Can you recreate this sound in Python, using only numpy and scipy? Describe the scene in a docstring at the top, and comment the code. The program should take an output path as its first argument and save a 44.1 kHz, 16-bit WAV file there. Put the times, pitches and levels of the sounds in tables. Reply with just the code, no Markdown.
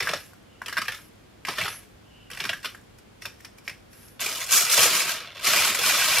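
"""In a small kitchen, aluminium foil is pulled off its roll in short tugs, then spread over a glass dish
and pressed round the rim. Buckling facets are short ringing pops, each with a burst of noise; tiny creases
are clumped noise bursts that merge into a bright rush when the whole sheet moves. Resonances of roll and
dish and short, changing echoes colour the foil. Faint squeaks are narrow noise bands, low knocks are short
pops; a sine hum and the room's banded noise lie underneath."""
import sys
import numpy as np
from scipy import signal
from scipy.io import wavfile
from scipy.ndimage import uniform_filter1d

SR = 44100
rng = np.random.default_rng(int(sys.argv[2]) if len(sys.argv) > 2 else 0)


def inscribe(sig):
    """Save sig as 16-bit PCM at rate SR to the path in sys.argv[1].

    A 1-D sig is mono; a 2-D sig holds one channel per row.
    Samples are clipped to [-1, 1] before scaling.
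    """
    pcm = np.round(np.clip(np.atleast_2d(sig).T, -1, 1) * 32767)
    wavfile.write(sys.argv[1], SR, pcm.astype(np.int16))


N = 273420
TIME = np.arange(N) / SR

# the strength (dB) at which the laws below give their usual level
USUAL_DB = -25
# lifting the sheet: (t/s, crinkle strength/dB, treble strength/dB)
LIFT = [(4.192, -39, -63), (4.2, -31, -30), (4.224, -33, -33), (4.402, -36.5, -37.5), (4.414, -33, -34.5),
        (4.464, -42.5, -39.5), (4.49, -34, -36.5)]
# big facets that buckle: (t/s, pop peak before trim/dB, f/Hz, shiver strength/dB)
SNAPS = [(0.0044, -10.5, 2080, -17.5), (0.024, -11, 2160, -23), (0.0721, -7.5, 1620, -26.5),
         (0.0894, -11.5, 2320, -21), (0.1339, -14.5, 1200, -19.5), (0.3334, -37, 1290, -62),
         (0.617, -20, 1500, -40.5), (0.66, -20, 2830, -28), (0.6814, -25, 1450, -25.5),
         (0.6946, -20, 1650, -31), (0.7262, -18, 1600, -28), (0.7687, -11, 1660, -21.5),
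         (0.7754, -10, 1670, -22), (0.7809, -9, 1760, -18), (0.816, -30, 1650, -19),
         (0.8811, -25, 1540, -17.5), (0.9194, -29, 1770, -29.5), (0.9455, -30, 1590, -33),
         (1.4502, -13.5, 2240, -29), (1.4847, -13.5, 1100, -19), (1.5827, -15.5, 1500, -19),
         (1.6122, -12.5, 2190, -22), (1.68, -18.5, 1180, -24.5), (1.8312, -53, 1100, -56),
         (2.3016, -32.5, 1410, -38.5), (2.3128, -32, 2960, -32), (2.3332, -22, 3030, -40),
         (2.3478, -32, 2090, -40), (2.373, -21.5, 2130, -34), (2.4028, -11, 3120, -24),
         (2.4384, -25, 2110, -25.5), (2.4519, -16, 1500, -23.5), (2.4926, -7, 2930, -21),
         (2.5317, -15, 1650, -31), (2.6452, -20.5, 1380, -21.5), (2.6559, -15.5, 3200, -22.5),
         (2.748, -26.5, 1590, -52), (2.9841, -54, 1210, -53), (3.2198, -31, 2150, -35),
         (3.2535, -21, 1540, -26.5), (3.4047, -36, 1930, -52), (3.447, -32, 1740, -35),
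         (3.5825, -45, 1850, -48), (3.678, -12.5, 2240, -32), (3.696, -20, 2360, -35),
         (3.9294, -55, 2120, -51), (4.03, -45, 2660, -59), (4.08, -53, 1320, -54),
         (4.2614, -14.5, 2240, -26), (4.4148, -18, 2110, -40), (4.5325, -6, 3380, -33),
         (4.6966, -7, 3730, -22.5), (4.7753, -10, 3500, -14), (4.7916, -6, 2610, -17),
         (4.8294, -20, 3100, -14), (4.95, -14, 2070, -20), (5.0026, -14, 2530, -25),
         (5.0912, -21, 1560, -24.5), (5.4704, -7, 2110, -17.5), (5.534, -9.5, 2550, -24),
         (5.5633, -4.5, 2100, -21), (5.5784, -8.5, 2500, -27), (5.7473, -9.5, 2130, -24),
         (5.7887, -14, 2350, -23), (5.871, -16, 2500, -30), (6.1829, -12, 2200, -19)]
# low knocks, when a wide stretch of foil flaps: (t/s, peak before trim/dB, f/Hz)
KNOCKS = [(0.099, -20.5, 660), (0.135, -12, 606), (0.618, -21, 970), (1.485, -17, 700), (4.263, -22, 457),
          (4.777, -15, 593), (4.856, -12, 557), (5.535, -15, 660), (5.578, -18, 710), (5.747, -19, 615),
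          (5.79, -17.5, 505)]


def from_db(db):
    """Decibels to gain."""
    return 10 ** (np.asarray(db) / 20)


def rms_one(x):
    """Scale to unit power."""
    return x / np.sqrt(np.mean(x ** 2) + 1e-20)


def at_hz(points, hz):
    """Read a table on a log-frequency axis."""
    points = np.array(points)
    return np.interp(np.log(hz), np.log(points[:, 0]), points[:, 1])


def filtered(x, hz, kind, order=2):
    """Butterworth filter."""
    sos = signal.butter(order, hz, kind, fs=SR, output="sos")
    return signal.sosfilt(sos, x + 1e-18)


def resonance(x, hz, width_hz):
    """Two-pole resonance with gain close to 1 on top."""
    r = np.exp(-np.pi * width_hz / SR)
    zeros = (1 - r * r) / 2 * np.array([1, 0, -1])
    poles = [1, -2 * r * np.cos(2 * np.pi * hz / SR), r * r]
    return signal.lfilter(zeros, poles, x)


def dying(power, seconds):
    """Each burst of power dies away exponentially; its amplitude falls to 1/e in the given time."""
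    return signal.lfilter([1], [1, -np.exp(-2 / (seconds * SR))], power + 1e-18)


def wobble(size):
    """Random line through knots of spread 1, one every size samples."""
    knots = rng.standard_normal(N // size + 2)
    return np.interp(np.arange(N) / size, np.arange(len(knots)), knots)


def band_bank(colour, edges):
    """Centres and gains of neighbouring bands, and the power that each passes of white noise."""
    centres = np.sqrt(edges[:-1] * edges[1:])
    gains = from_db(at_hz(colour, centres))
    return centres, gains, gains ** 2 * np.diff(edges) * 2 / SR


def background(count):
    """Room rumble and mains hum, alike on both sides in the deep bass and diffuse above."""
    # colour of the room noise: (f/Hz, level/dB)
    room_colour = [(15, -29), (25, 1.5), (231, -4.5), (301, -6.5), (1000, -16.5), (1420, -16.5),
                   (1580, -40), (2070, -16), (3010, -21), (4500, -25), (10000, -33.5), (10900, -25),
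                   (15000, -40)]
    # side share of the room noise: (f/Hz, level/dB)
    room_width = [(40, -32), (70, -22), (130, -7), (260, -0.5), (500, 2), (1500, -2.5), (5000, -2),
                  (12000, 1)]
    # level and width of the background over time: the level dips around 4.8 s and recovers,
    # the width shrinks and stays narrow: (t/s, level/dB, width/dB)
    level_and_width = [(0, 1, 0.5), (4.2, 1, 1), (4.3, 0.5, -4), (4.8, -7, -4), (5.3, -0.5, -9.5),
                       (5.6, 0.5, -13), (6.2, 3, -13)]
    # levels ahead of that curve
    room_db, hum_hz, hum_db = -54, 102.6, -63.5

    edges = np.geomspace(38, 16000, count + 1)
    centres, gains, passed = band_bank(room_colour, edges)
    white, out = rng.standard_normal((2, 2, N)), 0
    for k, hz in enumerate(centres):
        band = filtered(white[k % 2], edges[k:k + 2], "band")
        out = out + gains[k] * from_db([[0], [at_hz(room_width, hz)]]) * band
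    mid, side = from_db(room_db) * out / np.sqrt(passed.sum())

    s, *columns = np.transpose(level_and_width)
    level, width = [from_db(np.interp(TIME, s, column)) for column in columns]
    hum = from_db(hum_db) * np.sqrt(2) * np.sin(2 * np.pi * hum_hz * TIME)
    return level * (mid + hum + width * side * [[1], [-1]])


def echoes(near_db, near_s, tail_db):
    """Response from one place: quick reflections off dish and worktop, then a tail dying band by band."""
    # kitchen reverberation: (f/Hz, t60/s)
    kitchen_t60 = [(200, 0.11), (1400, 0.21), (3700, 0.26), (10000, 0.18)]
    t, edges = TIME[:SR // 2], np.geomspace(80, 17000, 9)
    near = rng.standard_normal((2, len(t))) * np.exp(-t / near_s) * (t > .001)
    white, tail = rng.standard_normal((2, 2, len(t))), 0
    for k, (low, high) in enumerate(zip(edges, edges[1:])):
        t60 = at_hz(kitchen_t60, np.sqrt(low * high))
        tail = tail + filtered(white[k % 2], [low, high], "band") * from_db(-60 * t / t60)
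    near = from_db(near_db) * rms_one(near)
    tail = from_db(tail_db) * rms_one(tail * (t > .007))
    return (near + tail) / np.sqrt(len(t))


def kitchen(x, count):
    """The crackle jumps from place to place on the foil, so its reflections keep changing."""
    place_s = .016  # time from one random choice of place to the next
    moments = np.arange(0, TIME[-1] + place_s, place_s)
    place, out = rng.integers(0, count, len(moments)), x
    for k in range(count):
        share = np.sqrt(np.interp(TIME, moments, place == k))
        response = echoes(near_db=-1.5, near_s=.005, tail_db=-7.5)
        out = out + signal.oaconvolve(x * share, response, axes=1)[:, :N]
    return out


def squeaks():
    """Sliding foil sings faintly in narrow bands: noise through two equal resonances, swelling and fading."""
    # squeaks and hisses: (start t/s, end t/s, f/Hz, width/Hz, level/dB)
    slides = [(0.13, 0.315, 11300, 1800, -58), (0.444, 0.647, 2900, 350, -64),
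              (0.9, 1.094, 11200, 1800, -58), (1.648, 1.808, 10840, 1100, -43),
              (1.68, 1.773, 6040, 500, -51), (2.042, 2.345, 2850, 382, -58),
              (3.9, 4.167, 11200, 1780, -55.5)]
    out = np.zeros(N)
    for start, end, hz, width_hz, db in slides:
        swell = np.sqrt(np.interp(TIME, [start, (start + end) / 2, end], [0, 1, 0]))
        band = resonance(resonance(rng.standard_normal(N), hz, width_hz), hz, width_hz)
        out += from_db(db) * swell * rms_one(band)
    return out


def facets(snaps, cycles):
    """A facet that flips over swells for the given cycles and rings briefly, at the pitch given in its row."""
    out, t = np.zeros(N), TIME[:SR // 50]
    for s, peak_db, hz, *_ in snaps:
        at, age = max(round(s * SR), 0), hz * t / cycles
        pop = from_db(peak_db) * np.sin(2 * np.pi * hz * t) * age * np.exp(1 - age)
        out[at:at + len(t)] += rng.choice([-1, 1]) * pop[:N - at]
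    return out


def small_facets(gain, start, end, centre_hz, octaves, spread_db, count):
    """Facets of all sizes flip at random, as loud as the motion: rows (t/s, peak/dB, f/Hz)."""
    when, size, pitch = rng.random((count, 3)).T
    s = start + when * (end - start)
    peak_db = 20 * np.log10(np.interp(s, TIME, gain) + 1e-9) + spread_db * size ** 2
    hz = centre_hz * 2 ** (octaves * (2 * pitch - 1))
    return np.transpose([s, peak_db, np.minimum(hz, SR / 3)])


def knocks():
    """A wide stretch of foil flaps: a low facet pop."""
    return from_db(-8.5) * facets(KNOCKS, cycles=0.91)


def flap_power():
    """Body power of the loose foil that goes on flapping after each knock."""
    power = np.zeros(N)
    for s, peak_db, _ in KNOCKS:
        power[round(s * SR)] += from_db(peak_db - 20.5) ** 2
    return dying(power, .035)


def registers(db, law):
    """Power of body, crinkle and fizz for a fold of the given strength, each growing by its own law."""
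    return np.array([from_db(usual_db + follows * (db - USUAL_DB)) ** 2 for usual_db, follows in law])


def snap_power(snaps, law, shiver_s):
    """After each snap a shiver spreads over the foil within a moment and dies; power in three registers."""
    swell_s = 0.00076
    power, r = np.zeros((3, N)), np.exp(-1 / (swell_s * SR))
    for s, *_, shiver_db in snaps:
        power[:, max(round(s * SR), 0)] += registers(shiver_db, law)
    return signal.lfilter([1 - r], [1, -r], dying(power, shiver_s))


def creases(per_s, spread_db, clump_db, settle_s):
    """Power of tiny creases giving way: random sizes, arriving in clumps, running mean about 1."""
    clumps = from_db(clump_db * rms_one(uniform_filter1d(rng.standard_normal(N), size=300)))
    sizes = from_db(spread_db * np.minimum(rng.exponential(1, N), 4)) * clumps
    power = (rng.random(N) < per_s / SR) * sizes ** 2
    power = signal.lfilter([1], [1, -np.exp(-2 / (settle_s * SR))], power + 1e-9)
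    return power / uniform_filter1d(power, size=1800)


def excite(power, colour, patchy_db, count):
    """Body, crinkle and fizz shake a bank of noise bands, whose levels wander by patchy_db; mid and side."""
    # limits between which each register's power is shared out (f/Hz)
    register_edges = (90, 900, 4500, 16000)
    # where body, crinkle and fizz each reign, low and high end in turn (f/Hz); in between they blend
    register_spans = (90, 650, 1200, 3300, 6300, 16000)
    edges = np.geomspace(register_edges[0], register_edges[-1], count + 1)
    centres, gains, passed = band_bank(colour, edges)
    passed_by_register = np.histogram(centres, register_edges, weights=passed)[0]
    drives = np.sqrt(power / passed_by_register[:, None])
    white, out = rng.standard_normal((2, 2, N)), 0
    for k, hz in enumerate(centres):
        blend = np.array([np.interp(hz, register_spans, np.repeat(own, 2)) for own in np.eye(len(power))])
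        favour = rms_one(from_db(patchy_db * wobble(size=400)))
        drive = gains[k] * favour * (blend @ drives)
        out = out + filtered(drive * white[k % 2], edges[k:k + 2], "band")
    return out


def foil(power, pops, colour, modes, patchy_db, side_db):
    """Creases and snaps sound through the foil's colour and resonances; mid and side."""
    mid, side = excite(power, colour, patchy_db, count=25)
    out = np.array([mid + pops, from_db(side_db) * side])
    return out + sum(from_db(db) * resonance(out, hz, width) for hz, width, db in modes)


def pull():
    """Rise, hold and release of every tug; its weight and ring last until the next. Three curves in dB."""
    # tugs on the roll: (start t/s, rise/s, length until release/s, crackle strength/dB,
    # weight of the body/dB, treble ring of the taut strip/dB)
    tug_rows = [(0.0, 0.0033, 0.13, -34.5, -2, 0), (0.612, 0.2, 0.32, -44, -9, -6),
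                (1.456, 0.023, 0.062, -35, -0.5, -3), (1.562, 0.018, 0.086, -30.5, -3, -12),
                (2.311, 0.17, 0.17, -38.5, -4, 1), (2.624, 0.011, 0.018, -43, -8.5, -2),
                (3.204, 0.028, 0.032, -51, -4, 8), (3.38, 0.013, 0.086, -70, -17, 3),
                (3.637, 0.02, 0.025, -57, 1, 6.5), (3.903, 0.03, 0.16, -64, -17, 2.5)]
    settle_db_per_s = 177  # decay once the hand stops pulling
    effort, weight_db, ring_db = np.full(N, 1e-6), np.zeros(N), np.zeros(N)
    for start, rise, length, db, weight, ring in tug_rows:
        settled_db = settle_db_per_s * np.maximum(TIME - start - length, 0)
        effort += np.clip((TIME - start) / rise, 0, 1) * from_db(db - settled_db)
        weight_db[TIME >= start] = weight
        ring_db[TIME >= start] = ring
    return 20 * np.log10(effort), weight_db, ring_db


def stray_ticks(end, count):
    """The foil ticks faintly by itself as it relaxes, at random moments: rows (t/s, shiver strength/dB)."""
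    when, size = rng.random((count, 2)).T
    return np.transpose([when * end, -82 + 21 * size ** 2])


def tugs():
    """Foil comes off the roll: separate snaps over sparse crackle, with the taut strip ringing on top."""
    # colour of the tugged foil: (f/Hz, level/dB)
    tug_colour = [(90, -8), (150, -8.5), (300, -15), (560, -8.5), (820, -16.5), (1100, -9.5), (1600, -8),
                  (2400, -6), (3800, -12.5), (5200, -8.5), (7400, -6.5), (9300, -7.5), (10900, -7.5),
                  (13300, -3.5), (15500, -21)]
    # resonances of the roll: (f/Hz, width/Hz, level/dB)
    roll_modes = [(630, 40, -10), (1190, 50, -10.5), (1650, 150, -6), (3160, 97, -22)]
    # crackle, rows body, crinkle, fizz: (level at usual strength/dB, gain per dB of strength/dB)
    crackle_law = [(-37.5, 0.86), (-26.5, 0.96), (-39, 0.64)]
    # snaps, same rows and columns; faint ones sound thin and bright
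    snap_law = [(-32.5, 1), (-25.5, 0.91), (-35.5, 0.52)]

    effort_db, weight_db, ring_db = pull()
    end = LIFT[0][0]
    snaps = [row for row in SNAPS if row[0] < end]
    # a snap sets off the creases around it
    aftermath = from_db(-13.5) ** 2 * snap_power(snaps, snap_law, shiver_s=.012)
    strain = registers(effort_db, crackle_law) + aftermath
    power = strain * creases(per_s=900, spread_db=2.5, clump_db=1.0, settle_s=0.0007)
    power += snap_power(snaps, snap_law, shiver_s=.0035)
    power += snap_power(stray_ticks(end, count=22), snap_law, shiver_s=0.0022)
    power[0] *= from_db(weight_db) ** 2

    flips = small_facets(from_db(effort_db), 0, end, centre_hz=2680, octaves=1.1, spread_db=16, count=330)
    pops = from_db(-2.0) * facets(snaps, cycles=0.69)
    pops += from_db(2) * facets(flips, cycles=0.42)
    out = foil(power, pops, tug_colour, roll_modes, patchy_db=1.5, side_db=-0.5)
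    return out + from_db(ring_db) * resonance(out, hz=5500, width_hz=630)


def sheet():
    """The whole sheet is lifted, spread and pressed: crackle thickens with the motion, bigger snaps on top."""
    # spreading, then pressing: (t/s, crinkle strength/dB, treble strength/dB)
    spread = [(4.49, -37, -32), (4.52, -27.5, -20), (4.572, -25, -18.5), (4.684, -30.5, -33.5),
              (4.728, -24, -19), (4.762, -24.5, -24), (4.834, -20, -19), (4.896, -25.5, -27),
              (5.002, -26, -27), (5.046, -30, -34.5), (5.11, -30.5, -32), (5.306, -45, -66),
              (5.42, -37.5, -46)]
    press = [(5.42, -39.5, -47), (5.454, -23.5, -25.5), (5.684, -24, -26), (5.738, -30.5, -36),
             (5.75, -28, -26), (5.768, -31.5, -35.5), (5.882, -22.5, -23), (5.918, -24, -27),
             (6.2, -24.5, -26.5)]
    # colour of the sheet: (f/Hz, level/dB)
    sheet_colour = [(90, -13), (145, -13), (320, -14.5), (450, -10), (620, -6), (860, -10.5), (1160, -1.5),
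                    (1880, -5), (2500, -1), (3900, -4), (5170, -3.5), (9000, -10.5), (12800, -8),
                    (15000, -18)]
    # resonances of the sheet over the dish: (f/Hz, width/Hz, level/dB)
    dish_modes = [(446, 21, -10.5), (620, 120, -10.5), (1100, 40, -10), (1590, 40, -7), (2370, 320, -6),
                  (3090, 100, -9.5), (4030, 62, -16)]
    # crackle, rows body, crinkle: (level at usual strength/dB, gain per dB of strength/dB)
    crackle_law = [(-40.5, 0.9), (-26, 1.06)]
    # snaps, rows body, crinkle, fizz, same columns; faint ones sound thin and bright
    snap_law = [(-46.5, 2.24), (-24.5, 0.82), (-24, 0.79)]

    s, *levels = np.transpose([*LIFT, *spread[1:], *press[1:]])
    start, end = LIFT[0][0], TIME[-1]
    crinkle_db, treble_db = [np.interp(TIME, s, db) for db in levels]
    snaps = [row for row in SNAPS if row[0] >= start]
    fizz = from_db(treble_db + 0.16) ** 2
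    strain = np.vstack([registers(crinkle_db, crackle_law), fizz])
    # creases per second: 1900 at the usual strength, more in stronger motion
    rate = 1900 * from_db(.8 * (crinkle_db - USUAL_DB))
    power = strain * creases(rate, spread_db=1.5, clump_db=0.5, settle_s=0.00062)
    power += snap_power(snaps, snap_law, shiver_s=.0045)
    power[0] += flap_power()
    power = power * (TIME >= start)

    flips = small_facets(from_db(crinkle_db), start, end, centre_hz=2750, octaves=1.0, spread_db=9.5, count=240)
    ticks = small_facets(from_db(treble_db), start, end, centre_hz=7200, octaves=1.0, spread_db=5, count=300)
    pops = from_db(-6) * facets(snaps, cycles=1.57)
    pops += from_db(-2.0) * facets(flips, cycles=1.14)
    pops += from_db(1) * facets(ticks, cycles=0.96)
    return foil(power, pops, sheet_colour, dish_modes, patchy_db=0.0, side_db=0.0)


def scene():
    """Foil in the kitchen, heard by two close microphone ports that differ mostly in the treble."""
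    dry = tugs() + sheet()
    dry[0] += squeaks() + knocks()
    mid, side = kitchen(dry, count=6)
    treble = from_db(6) * filtered(filtered(side, 3430, "high", order=10), 12600, "high", order=1)
    bass = from_db(-29.0) * filtered(side, 490, "low", order=2)
    side = treble + bass
    return from_db(-1.42) * (mid + side * [[1], [-1]]) + background(count=16)


def record(dry):
    """Peaks are rounded, the microphone rolls off and the top is cut."""
    rounded = 1.114 * np.tanh(dry / 1.337)
    heard = filtered(rounded, 14300, "low", order=4)
    return filtered(heard, 15700, "low", order=20)


dry = scene()
out = record(dry)
inscribe(out)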